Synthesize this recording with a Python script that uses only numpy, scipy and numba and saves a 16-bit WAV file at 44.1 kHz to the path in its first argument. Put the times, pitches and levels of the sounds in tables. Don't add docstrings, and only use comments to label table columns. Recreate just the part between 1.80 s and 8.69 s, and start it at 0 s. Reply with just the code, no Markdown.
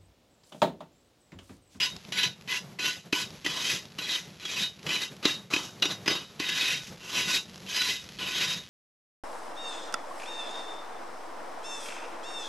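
import sys
import numpy as np
from scipy import signal
from scipy.fft import rfft, irfft
from scipy.io import wavfile
from numba import njit

SR = 44100
rng = np.random.default_rng(int(sys.argv[2]) if len(sys.argv) > 2 else 0)


def master(y):
    cut = np.clip(np.atleast_2d(y).T, -1, 1)
    pcm = np.round(cut * 32767)
    wavfile.write(sys.argv[1], SR, pcm.astype(np.int16))


N = 303849
TIME = np.arange(N) / SR


def undb(db):
    return 10 ** (np.asarray(db) / 20)


def add(track, s, sound):
    start = max(int(s * SR), 0)
    track[start:start + len(sound)] += sound[:max(N - start, 0)]


def bump(s, length_s):
    return np.exp(-(2 * (TIME - s) / length_s) ** 2)


def walk(rate):
    knots = rng.standard_normal(int(rate * N / SR) + 2)
    return 1.2 * np.interp(TIME * rate, np.arange(len(knots)), knots)


def flicks(rate, spread_db):
    chance = np.clip(rate / SR, 1 / SR, 1)
    hits = (rng.random(N) < chance) * rng.choice([-1, 1], N)
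    clicks = hits * undb(spread_db * rng.standard_normal(N)) / np.sqrt(chance)
    return clicks / np.std(clicks)


def colour(x, points, size=2048):
    hz, db = np.transpose(points)
    bins = np.maximum(np.arange(size // 2 + 1) * SR / size, 1)
    gain = undb(np.interp(np.log(bins), np.log(hz), db))
    cepstrum = irfft(np.log(gain))
    response = irfft(np.exp(rfft(2 * cepstrum[:size // 2], size)))
    return signal.fftconvolve(x, response / np.linalg.norm(response))[:N]


def mode(x, hz, t60):
    r = 1000 ** (-1 / (t60 * SR))
    feedback = [1, -2 * r * np.cos(2 * np.pi * hz / SR), r * r]
    return np.sqrt((1 - r * r) / 2) * signal.lfilter([1, 0, -1], feedback, x)


@njit
def glide(x, hz, q):
    y, band, low = np.empty(len(x)), 0., 0.
    for i in range(len(x)):
        g = np.tan(np.pi * hz[i] / SR)
        v = (band + g * (x[i] + 1e-18 - low)) / (1 + g * (g + 1 / q))
        band, low = 2 * v - band, low + 2 * g * v
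        y[i] = v / np.sqrt(g * q)
    return y


# centre in seconds, length in seconds, extra pressure in dB.
HAND_DIGS = [(0.395, 0.032, 3), (1.056, 0.022, 2), (1.873, 0.026, 2.5), (2.697, 0.048, 3.5),
             (3.13, 0.038, 3), (4.823, 0.044, 2.5), (5.5, .03, 4), (5.55, .035, 2.5), (5.895, 0.032, 5.5),
             (5.965, 0.018, 2.5), (6.622, 0.067, 4.5), (6.688, 0.025, 1.5)]


def hand(touch_s, full_s, lift_s, gone_s, landing_db, sag_db, fade_db=23, edge_s=.0016):
    def share(start_s, end_s, limit=1):
        return np.minimum(np.maximum(TIME - start_s, 0) / np.maximum(end_s - start_s, 1 / SR), limit)
    swell = landing_db * (1 - share(touch_s, full_s))
    sag = sag_db * np.sin(np.pi * share(full_s, lift_s)) ** 2
    gone_s = np.maximum(gone_s, lift_s + .055)
    fade = fade_db * share(lift_s, gone_s, limit=np.inf) ** 1.226
    digs = sum(db * bump(s, length_s) for s, length_s, db in HAND_DIGS)
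    pressure_db = np.maximum(digs - swell - sag - fade, -100)
    return share(touch_s, touch_s + edge_s), pressure_db, share(touch_s, gone_s) - .5


# touch-down, full pressure, start of lift and end of fade in seconds;
# level, softening on landing, mid-hold sag, hiss send, scrape send and lid send in dB;
# pitch of the bristle tips in Hz; sends to the low, middle and high singing modes in dB.
SWEEPS = [ (0.0, 0.028, .038, 0.13, -26, -1, -3.5, -10.5, -19.5, -0.5, 3620, -25, -10, -18),
          (0.32, .405, 0.46, 0.53, -26.5, 7, 1.5, -14, -18.5, 2.5, 3240, -19, -28, -28),
          (0.675, 0.731, .76, 0.82, -26, 10.5, 0.5, -11, -19.5, -0.5, 2730, -25, -30, -20),
          (0.987, 1.06, 1.075, 1.197, -26, 9, 1.5, -10.5, -16, 1.5, 2810, -17.5, -23, -20),
          (1.323, 1.385, 1.414, 1.478, -28, 7.5, 0, -7, -12.5, 5, 2910, -20.5, -18, -14),
          (1.644, 1.87, 1.93, 2.025, -27, 7, -2, -9, -14, 0, 3150, -39, -16, -19),
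          (2.181, 2.316, 2.348, 2.45, -28, 13.5, 1, -9.5, -13.5, 1, 3380, -30, -21, -24),
          (2.598, 2.8, 2.83, 2.903, -26.5, 17, 0, -11, -17, 0, 3050, -28, -13, -21),
          (3.062, 3.133, 3.233, 3.29, -28, 9.5, 7, -9.5, -10.5, 1, 3300, -25, -13, -22),
          (3.426, 3.459, 3.496, 3.593, -25, 10.5, 0, -11.5, -12, -5, 3560, -31, -9.5, -23),
          (3.702, 3.745, 3.74, 3.91, -27, 9, -1.5, -7.5, -7, -1, 2600, -25, -14.5, -30),
          (4.02, 4.046, 4.12, 4.175, -30.5, -1, 9, -10.5, -7, 0, 3350, -21, -12.5, -20),
          (4.256, 4.285, 4.301, 4.455, -24, 19, 4, -13.5, -8.5, 1.5, 3660, -29, -11, -17),
          (4.593, 4.763, 4.94, 5.03, -24.5, 8.5, 2, -11.5, -17, -1.5, 3105, -25, -10.5, -21.5),
          (4.998, 5.032, 5.075, 5.1, -40.5, -2, 0.5, -6.5, -16, -7.5, 3180, -28, -22.5, -19),
          (5.2, 5.372, 5.562, 5.628, -25, 28, 5.5, -7.5, -12, 2.5, 3300, -22, -17, -19),
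          (5.861, 5.97, 6.095, 6.215, -25, 22.5, 2.5, -9.5, -17.5, 1, 3400, -32, -13, -18.5),
          (6.388, 6.623, 6.73, 6.82, -26.5, 9, -0.5, -11, -14.5, 0, 3150, -25, -12.5, -22.5), ]


def sweeps(hiss_trend_db=4, scrape_trend_db=-5, lid_trend_db=-6, singing_trend_db=(-12.5, -3.5, 3)):
    rows = np.array(SWEEPS)
    current = np.maximum(np.searchsorted(rows[:, 0], TIME, side="right") - 1, 0)
    (touch_s, full_s, lift_s, gone_s, level_db, landing_db, sag_db,
     hiss_db, scrape_db, lid_db, tips_hz, *singing_db) = rows.T[:, current]
    contact, pressure_db, progress = hand(touch_s, full_s, lift_s, gone_s, landing_db, sag_db)
    effort = contact * undb(level_db + pressure_db)
    hiss = undb(hiss_db + hiss_trend_db * progress - .11 * pressure_db)
    scrape = undb(scrape_db + scrape_trend_db * progress - .26 * pressure_db)
    tips_hz = tips_hz * 2 ** (.3 * progress)
    coupling = undb(lid_db + lid_trend_db * progress)
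    pumping = [effort * undb(db + trend * progress) for db, trend in zip(singing_db, singing_trend_db)]
    return effort, hiss, scrape, tips_hz, coupling, pumping


def bristles(effort):
    rate = 1800 + 9000 * np.sqrt(effort / effort.max())
    tufts = undb(1.03 * walk(110) + 1.24 * walk(45))
    return effort * tufts * flicks(rate, spread_db=2.5)


# frequency in Hz, relative gain in dB.
RASP_EQ = [(100, -18), (800, -39.5), (1300, -3), (1750, 4.5), (2300, 5), (3100, 0.5), (4200, 1.5),
           (5500, -0.5), (7500, -14.5), (14000, -45)]
HISS_EQ = [(100, -67), (3000, -22.5), (5000, 5), (6200, 8.5), (7500, 1.5), (9000, 1), (10300, -2.5),
           (11700, -6), (14500, -4)]
SCRAPE_EQ = [(40, -34), (120, -2), (260, 0), (380, 2.5), (520, -2.5), (800, -3.5), (1020, -1), (1250, 1),
             (1600, -1.5), (3000, -23.5), (14000, -52)]


def brush(rub, burst, hiss, scrape, tips_hz):
    rasp = colour(rub + undb(-4) * burst, RASP_EQ)
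    tips = glide(rasp, tips_hz * undb(1.32 * walk(40)), q=37.0)
    fine = colour(rub * hiss + undb(-20) * burst, HISS_EQ)
    coarse = colour(rub * scrape + undb(-18) * burst, SCRAPE_EQ)
    return undb(-10) * rasp + undb(-20) * tips + undb(2.5) * fine + undb(-2.5) * coarse


# pitch in Hz, level in dB, time to fall 60 dB in seconds.
LID_MODES = [(1005, -26, .07), (1487, -26, .14), (1725, -24, .035), (2030, -19, .055), (2536, -17, .05),
             (2741, -16, .09), (2945, -17, .13), (3030, -20, .1), (3068, -18, .1), (3306, -18, .09),
             (3750, -23, .22), (3772, -22, .15), (3984, -15, .15), (4570, -25, .06), (4991, -22, .14),
             (5160, -25, .16), (5394, -30, .07), (5744, -22, .14), (5928, -22, .1), (6342, -25, .14),
             (6525, -28, .11), (7047, -27, .13), (7429, -31, .07), (7650, -33, .1), (7827, -36, .1),
             (8048, -35, .08), (9954, -35, .07), (10551, -33, .07), (11321, -37, .06), (11623, -35, .06)]


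def lid(force, wander_db=4):
    return sum(mode(force * undb(db + wander_db * walk(14)), hz, t60) for hz, db, t60 in LID_MODES)


# centre in seconds, length in seconds, level in dB, pitch of the singing mode in Hz.
LID_SQUEALS = [(0.023, 0.044, -32, 4991), (0.398, 0.034, -44, 1487), (0.43, .04, -32, 3752),
               (1.868, 0.038, -47.5, 4991), (2.3, .04, -30, 3752), (2.825, 0.045, -31, 3752),
               (3.22, .035, -39, 3752), (3.451, .02, -32, 4991), (4.03, 0.024, -28, 3752),
               (4.29, 0.038, -33, 4991), (5.418, 0.026, -40, 4991), (5.493, .025, -35, 1487),
               (5.524, 0.038, -26.5, 3752), (5.959, .05, -33.5, 4991), (6.012, .025, -37, 1487),
               (6.14, .04, -39, 3752), (6.69, 0.054, -35, 3752)]


def singing(pumping, pitches_hz=(1487, 3752, 4991), lags_s=(.0098, .026, .011), drift_hz=10, rough_db=3):
    voices = 0
    for hz, lag_s, drive in zip(pitches_hz, lags_s, pumping):
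        squeals = sum(undb(db) * bump(s, length_s)
                      for s, length_s, db, mode_hz in LID_SQUEALS if mode_hz == hz)
        decay = np.exp(-1 / (lag_s * SR))
        swing = signal.lfilter([1 - decay], [1, -decay], drive + squeals)
        phase = 2 * np.pi * np.cumsum(hz + drift_hz * walk(70)) / SR
        voices += swing * undb(rough_db * walk(60)) * np.sqrt(2) * np.sin(phase)
    return voices


# frequency in Hz, relative gain in dB.
FIRE_EQ = [(20, -37), (45, -20), (90, -6.5), (140, 2.5), (190, 5), (270, -9), (400, -6.5), (700, -12),
           (1500, -18), (3500, -20.5), (7000, -23.5), (11500, -26), (14500, -28)]


def fire():
    flutter = undb(1.16 * walk(3.12) + 4.3 * walk(23.784))
    return undb(-52) * colour(flutter * rng.standard_normal(N), FIRE_EQ)


# time in seconds, level in dB.
TRICKLE_RIDE = [(0, -51), (.6, -65), (.9, -84), (1.5, -55), (3, -55), (3.7, -66), (4.5, -57), (5.05, -59),
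                (5.2, -53), (5.75, -54), (6.3, -51), (6.89, -50.5)]
# start in seconds, level in dB.
CRUMB_HITS = [(0.165, -22.5), (0.25, -31.5), (0.29, -32.5), (0.611, -33), (0.622, -34.5), (1.5053, -29.5),
              (2.054, -30), (2.121, -34), (2.598, -30), (2.993, -32), (3.03, -30.5), (3.366, -27.5),
              (3.9993, -31), (5.034, -24), (5.0992, -30), (5.696, -29), (5.7434, -31), (5.758, -24.5),
              (5.7787, -29), (5.8033, -32), (5.8641, -28), (6.2407, -27), (6.2894, -25), (6.322, -29.5)]
# frequency in Hz, relative gain in dB.
GRIT_EQ = [(100, 7.5), (800, -8), (2000, -1.5), (3500, 0), (6000, -2.5), (8000, -10.5), (11500, -9),
           (14500, -41)]


def grit(fade_s=.0017):
    crunch = np.zeros(N)
    for s, db in CRUMB_HITS:
        add(crunch, s, undb(db) * np.exp(-TIME[:SR // 50] / fade_s))
    trickle = undb(np.interp(TIME, *np.transpose(TRICKLE_RIDE)) + .76 * walk(17))
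    grains = undb(-9) * crunch * rng.standard_normal(N) + trickle * flicks(700, spread_db=-.5)
    return grains, colour(grains, GRIT_EQ)


# start in seconds, slap level in dB, thud level in dB,
# pitch of the struck spot in Hz, then clack and ring in dB relative to the slap.
BRUSH_SLAPS = [(0.322, -17.5, -49, 3830, -9, 2), (0.385, -20, -54, 3400, 0, 8),
               (0.432, -13.5, -71, 3060, 1.5, 5.5), (0.465, -25, -59, 3800, -2, 3),
               (0.994, -23, -36.5, 4100, -12, 6), (1.041, -23, -38.5, 3070, -4, -2),
               (1.327, -7.5, -22, 2540, -8, -2.5), (1.648, -24, -34, 2800, -1, 5),
               (1.662, -15, -29, 1960, -0.5, 5), (2.186, -15.5, -43, 2764, -3.5, -0.5),
               (2.652, -20, -53, 2800, -20, 3.5), (3.065, -18, -36, 2460, -20, -0.5),
               (3.092, -17.5, -44, 2540, -7, -2), (3.453, -4.5, -17.5, 3985, -5.5, -2),
               (3.736, -12, -26.5, 2516, 2, 3), (3.762, -14, -30.5, 2596, -2, 0),
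               (4.023, -7.5, -44, 2850, -4.5, -2), (4.054, -11, -27, 3730, -10, -1),
               (4.26, -17.5, -35, 1930, -7, -6), (4.278, -7, -25.5, 5060, -7.5, -0.5),
               (4.31, -14.5, -28.5, 3760, -6, 1), (4.599, -12, -28.5, 3760, -10, -6),
               (4.69, -18, -46, 2660, -4, 5), (6.017, -14, -37, 2946, -5, 2),
               (6.387, -27.5, -53, 3020, -13, -2)]


def slaps(fade_s=.0059, rise_s=.00054, push_s=.00047, spot_t60=.069):
    burst, clack, push, blow = np.zeros((4, N))
    t = TIME[:SR // 10]
    attack = 1 - np.exp(-t / rise_s)
    landing = attack * np.exp(-t / fade_s)
    knock = attack * undb(-60 * t / spot_t60)
    weight = t * np.exp(-t / push_s)
    for s, db, thud_db, spot_hz, clack_db, ring_db in BRUSH_SLAPS:
        add(burst, s - .001, undb(db) * landing)
        add(clack, s, undb(db + clack_db) * knock * np.sin(2 * np.pi * spot_hz * t))
        add(push, s + .0015, undb(thud_db) * weight / weight.max())
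        add(blow, s + .002, undb([db + ring_db]))
    burst *= flicks(20000, spread_db=1)
    clack *= 1 + .42 * walk(900)
    return burst, clack, push, blow


# pitch in Hz, level in dB, time to fall 60 dB in seconds.
THUD_MODES = [(304, -8.5, 0.18), (334, -3, 0.043), (394, -7.5, 0.075), (1050, 1, 0.15)]


def thud(push):
    return sum(undb(db) * mode(push, hz, t60) for hz, db, t60 in THUD_MODES)


# frequency in Hz, relative gain of the side signal in dB.
WIDTH_EQ = [(100, -34), (500, -29.5), (1000, -34), (2700, -58.5), (5000, -41.5), (7500, -22.5), (9500, -17),
            (10700, -15), (11700, 0), (14000, 2.5)]


def spread(sound):
    side = undb(-7) * colour(sound * walk(1500), WIDTH_EQ) + undb(-30) * fire()
    return np.array([sound + side, sound - side])


def scene():
    effort, hiss, scrape, tips_hz, coupling, pumping = sweeps()
    rub = bristles(effort)
    burst, clack, push, blow = slaps()
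    grains, ticks = grit()
    brushing = brush(rub, burst, hiss, scrape, tips_hz)
    lid_force = rub * coupling + undb(-34) * burst + undb(16) * blow + undb(-9.5) * grains
    ring = undb(-1.5) * lid(lid_force) + singing(pumping)
    knocks = undb(-6.5) * clack + undb(-8) * thud(push)
    return spread(brushing + ring + knocks + ticks + fire())


def record(dry, notch_hz=9050, notch_q=2.4, bass_hz=50, air_hz=12200, top_hz=14250):
    dipped = signal.lfilter(*signal.iirnotch(notch_hz, notch_q, fs=SR), dry)
    heard = dipped + undb(-17.5) * (dry - dipped)
    heard = signal.sosfilt(signal.butter(2, bass_hz, "high", fs=SR, output="sos"), heard)
    heard = signal.sosfilt(signal.butter(10, air_hz, fs=SR, output="sos"), heard)
    return signal.sosfilt(signal.ellip(10, .2, 80, top_hz, fs=SR, output="sos"), heard)


dry = scene()
out = record(dry)
master(out)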